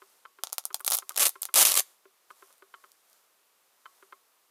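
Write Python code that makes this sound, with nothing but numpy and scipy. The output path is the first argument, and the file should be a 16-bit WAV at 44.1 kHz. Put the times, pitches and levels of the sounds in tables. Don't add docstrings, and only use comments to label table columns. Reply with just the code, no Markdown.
import sys
import numpy as np
from scipy import signal
from scipy.fft import rfft, irfft
from scipy.io import wavfile
from scipy.ndimage import uniform_filter1d

SR = 44100
rng = np.random.default_rng(int(sys.argv[2]) if len(sys.argv) > 2 else 0)


def generate_wav(signal):
    frames = np.transpose(np.atleast_2d(signal))
    scaled = np.clip(frames, -1, 1) * 32767
    pcm = np.round(scaled).astype(np.int16)
    wavfile.write(sys.argv[1], SR, pcm)


N = 198625
TIME = np.arange(N) / SR


def from_db(db):
    return 10 ** (np.asarray(db) / 20)


def unit_energy(x):
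    return x / np.sqrt(np.sum(x ** 2) + 1e-20)


def convolve(x, response):
    return signal.fftconvolve(x, response)[:N]


def colour(x, spectrum, size=4096):
    hz, db = np.transpose(spectrum)
    grid_hz = np.maximum(np.fft.rfftfreq(size, 1 / SR), 1)
    gain = from_db(np.interp(np.log(grid_hz), np.log(hz), db))
    cepstrum = irfft(np.log(gain))
    cepstrum[1:size // 2] *= 2
    cepstrum[size // 2 + 1:] = 0
    response = irfft(np.exp(rfft(cepstrum)))
    return convolve(x, unit_energy(response))


def drift(rate_hz, count=N, settle=4000):
    lowpass = signal.butter(2, rate_hz, fs=SR, output="sos")
    slow = signal.sosfilt(lowpass, rng.standard_normal(count + settle))
    return slow[settle:] / slow.std()


def clicks(times, heights):
    return np.bincount(np.clip(np.round(times * SR).astype(int), 0, N - 1), heights, N)


def ring(x, hz, t60_s):
    decay, angle = from_db(-60 / (t60_s * SR)), 2 * np.pi * hz / SR
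    return signal.lfilter([.5, 0, -.5], [1, -2 * decay * np.cos(angle), decay * decay], x + 1e-18)


# freq_hz, level_db
AIR_SPECTRUM = [(25, -29.5), (60, -24), (120, -16), (250, -9), (400, -0.5), (750, 0), (1200, 2.5),
                (1600, -2.5), (2500, -3.5), (5000, -5), (8000, -6), (11000, -4), (14800, -5),
                (15600, -25.5)]
def room_tone(level_db=-67.5):
    return from_db(level_db) * colour(rng.standard_normal(N), AIR_SPECTRUM)


def reflections(t60_s, first_s=0.0022, smooth_bins=120):
    age = TIME[:SR // 2]
    onset = np.clip(age / first_s - .5, 0, 1)
    spectrum = rfft(rng.standard_normal(len(age)) * onset * from_db(-60 * age / t60_s))
    flattened = spectrum / np.sqrt(uniform_filter1d(np.abs(spectrum) ** 2, smooth_bins))
    echoes = irfft(flattened, len(age)) * onset
    return unit_energy(echoes[:-SR // 10])


# freq_hz, level_db
WALL_SPECTRUM = [(60, -10.5), (300, -2), (900, 0), (2000, 0), (6000, -1), (11000, -1), (16000, -3)]
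def room_echo(x, early_db=-12.0, late_db=-28.5):
    early = from_db(early_db) * reflections(t60_s=0.068)
    late = from_db(late_db) * reflections(t60_s=0.34)
    return colour(convolve(x, early + late), WALL_SPECTRUM)


# middle_s, length_s, level_db
HAND_STROKES = [(0.09, 0.25, -66), (1.14, 0.11, -61.5), (1.893, 0.1, -65), (2.313, 0.022, -61),
                (2.45, 0.19, -63), (2.83, 0.24, -68), (3.136, 0.17, -67), (3.98, 0.31, -68)]
# freq_hz, level_db
RUSTLE_SPECTRUM = [(60, -35.5), (200, -13), (600, 0.5), (1200, 2), (2500, -6), (5000, -3.5), (8000, -2),
                   (11000, -1), (14500, -4.5), (16000, -25.5)]
def cloth_rustle(gain_db=0.5, grain_db=1.5, catches_per_s=90, catch_db=15.5):
    power = sum(from_db(db) ** 2 * np.exp(-(2 * (TIME - middle) / length) ** 2)
                for middle, length, db in HAND_STROKES)
    catches = (rng.random(N) < catches_per_s / SR) * rng.uniform(-1.5, 1.1, N) * from_db(catch_db)
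    sliding = rng.standard_normal(N) * from_db(grain_db * drift(rate_hz=300))
    return colour((sliding + catches) * np.sqrt(power) * from_db(gain_db), RUSTLE_SPECTRUM)


# start_s, tick_db, low_ring_db
PLASTIC_TICKS = [(0.0206, -38, -59), (0.2538, -33, -77.5), (0.3883, -38.5, -63), (0.7058, -36.5, -62),
                 (0.8051, -34, -67), (1.0242, -35, -64.5), (1.1062, -33.5, -76), (1.357, -34, -60.5),
                 (1.4894, -34, -68.5), (2.0555, -44, -58.5), (2.3056, -34.5, -66.5), (2.425, -38.5, -60),
                 (2.5053, -49, -87), (2.6239, -38, -59), (2.7416, -31.5, -68), (2.841, -37.5, -69),
                 (3.8579, -32.5, -78), (4.027, -40, -60), (4.1259, -34, -64)]
# pitch_hz, level_db, t60_s
PLASTIC_MODES = [(388, 9.5, 0.1), (1107, 7.5, 0.22), (571.7, -26, 0.046), (1058, -13, 0.045),
                 (1243.5, -5.5, .03), (1334, -7, 0.027), (1470, -20.5, 0.045), (2093, -26.5, 0.048),
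                 (2420, -47, .014), (3040, -18, 0.023), (3873, -26, 0.0047)]
def plastic_ticks(touch_s=0.001935, touch_db=-6.5, bounce_s=0.00402, bounce_db=-1.5, contact_db=-3.0):
    times, tick_db, low_ring_db = np.transpose(PLASTIC_TICKS)
    hardness_db = tick_db + 33.0
    high_ring_db = -63.0 + 1.8 * hardness_db
    long_modes, short_modes = PLASTIC_MODES[:2], PLASTIC_MODES[2:]
    pivot_hz = long_modes[1][0]
    ticks = np.zeros(N)
    for (hz, mode_db, t60_s), ring_db in zip(long_modes, (low_ring_db, high_ring_db)):
        ticks += ring(clicks(times, from_db(ring_db + mode_db)), hz, t60_s)
    bounce_times = times + bounce_s * (1 + 0.17 * rng.standard_normal(len(times)))
    for hz, mode_db, t60_s in short_modes:
        tilt_db = 0.95 * hardness_db * np.log2(hz / pivot_hz)
        chance_db = 1.8 * rng.standard_normal(len(times))
        heights = from_db(tick_db + contact_db + mode_db + tilt_db + chance_db)
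        touches = clicks(times - touch_s, heights * from_db(touch_db))
        bounces = clicks(bounce_times, heights * from_db(bounce_db))
        ticks += ring(touches + clicks(times, heights) + bounces, hz, t60_s)
    return signal.sosfilt(signal.butter(3, [300, 3450], "band", fs=SR, output="sos"), ticks)


def hook_cracks(times, heights, whip_db, whip_t60_s, size=160):
    age = np.arange(size) / SR
    whip_envelope = unit_energy(from_db(-60 * age / whip_t60_s)) * from_db(whip_db)
    shapes = rng.standard_normal((len(times), size)) * whip_envelope
    shapes[:, 0] = 1
    shapes *= (heights / np.linalg.norm(shapes, axis=1))[:, None]
    return clicks((times[:, None] + age).ravel(), shapes.ravel())


# start_s, end_s, snaps_per_s, bite_db, edge_db
PICKING_SPELLS = [(0.489, 0.511, 80, -30, -32), (0.76, 0.815, 54, -34, -28), (0.861, 0.871, 400, -15, -8.5),
                  (0.929, 0.955, 310, -9.5, -5), (1.134, 1.155, 90, -31, -38), (2.25, 2.65, 5, -52, -41),
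                  (3.059, 3.181, 20, -44, -39.5)]
def picking(spread_db=3):
    snaps = []
    for start, end, snaps_per_s, bite_db, edge_db in PICKING_SPELLS:
        count = max(int(round((end - start) * snaps_per_s)), 1)
        times = start + (end - start) * (np.arange(count) + rng.random(count)) / count
        levels_db = [bite_db, edge_db] + spread_db * rng.standard_normal((count, 2))
        snaps.append(np.column_stack([times, levels_db]))
    return np.vstack(snaps)


# start_s, bite_db, edge_db
CLEAR_SNAPS = [(0.4364, -5, -5.5), (0.4712, -16.5, -23), (0.5245, -21, -21), (0.5293, -10, -5.5),
               (0.5822, -4.5, -3.5), (0.6395, -32, -38), (0.6538, -12, -4), (0.729, -29, -29),
               (0.744, -10, -3.5), (0.7452, -7.5, -8), (0.8053, -40, -22.5), (0.8474, -15.5, -10),
               (0.8784, -0.5, 1), (0.8834, -9.5, -9), (0.9028, -11, -1.5), (0.9097, -7, -4),
               (0.9198, -0.5, -4), (0.9235, -4, -8), (0.9696, -19, -1.5), (0.978, -18, -14),
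               (0.9872, -7.5, -7), (1.0938, -14, -10.5), (1.12, -31, -27), (1.16, -14, -15.5),
               (1.1643, -9.5, -9), (1.282, -14, -3), (1.293, -11.5, -6), (1.4184, -36, -13),
               (1.421, -18, -5), (1.4312, -10.5, -8.5), (1.4537, -10.5, -7.5), (2.5273, -40, -35),
               (2.9182, -36, -36)]
# freq_hz, level_db
BITE_SPECTRUM = [(20, -66.5), (800, -25.5), (1500, -15.5), (2000, -9), (2700, -7.5), (3600, -1.5),
                 (5500, -1.5), (7000, 0.5), (8500, -11.5), (11000, -24)]
EDGE_SPECTRUM = [(20, -70), (3500, -29), (6500, -18), (8300, -3.5), (11000, 1), (13000, -1), (15000, -7.5),
                 (16500, -19.5)]
THUD_SPECTRUM = [(20, -44.5), (100, -22.5), (250, -20), (500, -3.5), (800, 4), (1000, 0.5), (1300, 5),
                 (1700, -15), (3000, -21), (8000, -47)]
def single_hooks(edge_lift_db=1.5, thud_db=-5.5, thud_fade_db_per_s=6.0, echo_db=-0.5):
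    times, bite_db, edge_db = np.vstack([CLEAR_SNAPS, picking()]).T
    bite_gain, edge_gain = from_db(bite_db), from_db(edge_db + edge_lift_db)
    bites = colour(hook_cracks(times, bite_gain, whip_db=-1.5, whip_t60_s=0.0051), BITE_SPECTRUM)
    edges = colour(hook_cracks(times, edge_gain, whip_db=4.5, whip_t60_s=0.004), EDGE_SPECTRUM)
    fade_db = thud_fade_db_per_s * (times - times[0])
    thuds = colour(clicks(times, from_db(bite_db + thud_db - fade_db)), THUD_SPECTRUM)
    even_edges = colour(clicks(times, edge_gain), EDGE_SPECTRUM)
    even_bites = colour(clicks(times, bite_gain), BITE_SPECTRUM)
    return edges - bites - thuds + from_db(echo_db) * room_echo(even_edges - even_bites - thuds)


def freed_hooks(contour, hook_db=-7.5, spread_db=3.0, slip_db=3.0, slip_hz=240):
    knots_s, level_db, boom_db = np.transpose(contour)
    t = knots_s[0] + np.arange(max(int((knots_s[-1] - knots_s[0]) * SR), 2)) / SR
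    power = from_db(np.interp(t, knots_s, level_db)) ** 2
    stick_slip = from_db(slip_db * drift(slip_hz, count=len(t))) ** 2
    peeled = np.cumsum(power * stick_slip)
    count = int(power.sum() / from_db(hook_db) ** 2) + 1
    jitter, polarity = rng.random((count, 2)).T
    times = np.interp((np.arange(count) + jitter) / count, peeled / peeled[-1], t)
    sizes = from_db(spread_db * np.clip(rng.standard_normal(count), -2, 2)) * np.sign(polarity - .5)
    heights = unit_energy(sizes) * np.sqrt(power.sum())
    return times, heights, np.interp(times, knots_s, level_db), np.interp(times, knots_s, boom_db)


# start_s, level_db
HOOK_CLUMPS = [(1.1751, -19.5), (1.186, -23.5), (1.195, -20.5), (1.266, -18.5), (1.5406, -18.5),
               (1.55, -24), (1.5567, -16), (1.651, -13.5), (1.717, -18.5), (1.74, -20.5), (1.7525, -20.5),
               (1.773, -16.5)]
def clumps(length_s=0.0038, boom_db=-15):
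    return [freed_hooks([(start, db, boom_db), (start + length_s, db, boom_db)])
            for start, db in HOOK_CLUMPS]


# start_s, hardest_s, end_s, level_db, boom_db (cloth, relative to the cracks)
HAND_PULLS = [(1.199, 1.228, 1.247, -19, -14.5), (1.253, 1.262, 1.279, -20, -16),
              (1.56, 1.612, 1.646, -15, -12.5), (1.656, 1.674, 1.694, -19.5, -16),
              (1.697, 1.709, 1.737, -24, -14.5), (1.761, 1.788, 1.809, -21.5, -15)]
def pulls(tighten_db_per_s=105, ease_db_per_s=230):
    hooks = []
    for start, hardest, end, db, boom_db in HAND_PULLS:
        start_db = db - tighten_db_per_s * (hardest - start)
        end_db = db - ease_db_per_s * (end - hardest)
        contour = [(start, start_db, boom_db), (hardest, db, boom_db), (end, end_db, boom_db)]
        hooks.append(freed_hooks(contour))
    return hooks


# freq_hz, level_db
TEAR_SPECTRUM = [(20, -69), (900, -31), (1600, -12), (2200, -5), (3000, -3), (4200, -2.5), (5800, -2.5),
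                 (7800, -1), (9500, 1.5), (11800, 1.5), (13500, -2.5), (15100, -4.5), (15800, -27.5)]
BOOM_SPECTRUM = [(20, -57.5), (70, -31.5), (130, -22), (220, -16), (280, -10), (450, -3), (650, 1.5),
                 (900, -1), (1200, 4.5), (1600, -5), (2500, -17), (6000, -41.5)]
TAUT_SPECTRUM = [(20, -80), (2000, -30), (4300, -15.5), (5300, -1), (6700, -2.5), (8000, -6), (11000, -8),
                 (15000, -18)]
def rips(taut_db=-6.5, full_strain_db=-14.0, strain_slope=1.4):
    times, heights, level_db, boom_db = np.hstack(pulls() + clumps())
    cracks = hook_cracks(times, heights, whip_db=-1.0, whip_t60_s=0.0038)
    jolts = clicks(times, heights * from_db(boom_db))
    strain = from_db(taut_db + strain_slope * np.minimum(level_db - full_strain_db, 0))
    twangs = hook_cracks(times, heights * strain, whip_db=11.5, whip_t60_s=0.006)
    return colour(cracks, TEAR_SPECTRUM) + colour(jolts, BOOM_SPECTRUM) + colour(twangs, TAUT_SPECTRUM)


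def scene():
    air = room_tone()
    snapping, tearing = single_hooks(), rips()
    return (air + snapping + tearing + room_echo(tearing) + plastic_ticks() + cloth_rustle())[None]


def record(dry, cutoff_hz=15900):
    rounded = 2.14 * np.tanh(dry / 2.374)
    return signal.sosfilt(signal.ellip(10, .2, 80, cutoff_hz, fs=SR, output="sos"), rounded)


dry = scene()
out = record(dry)
generate_wav(out)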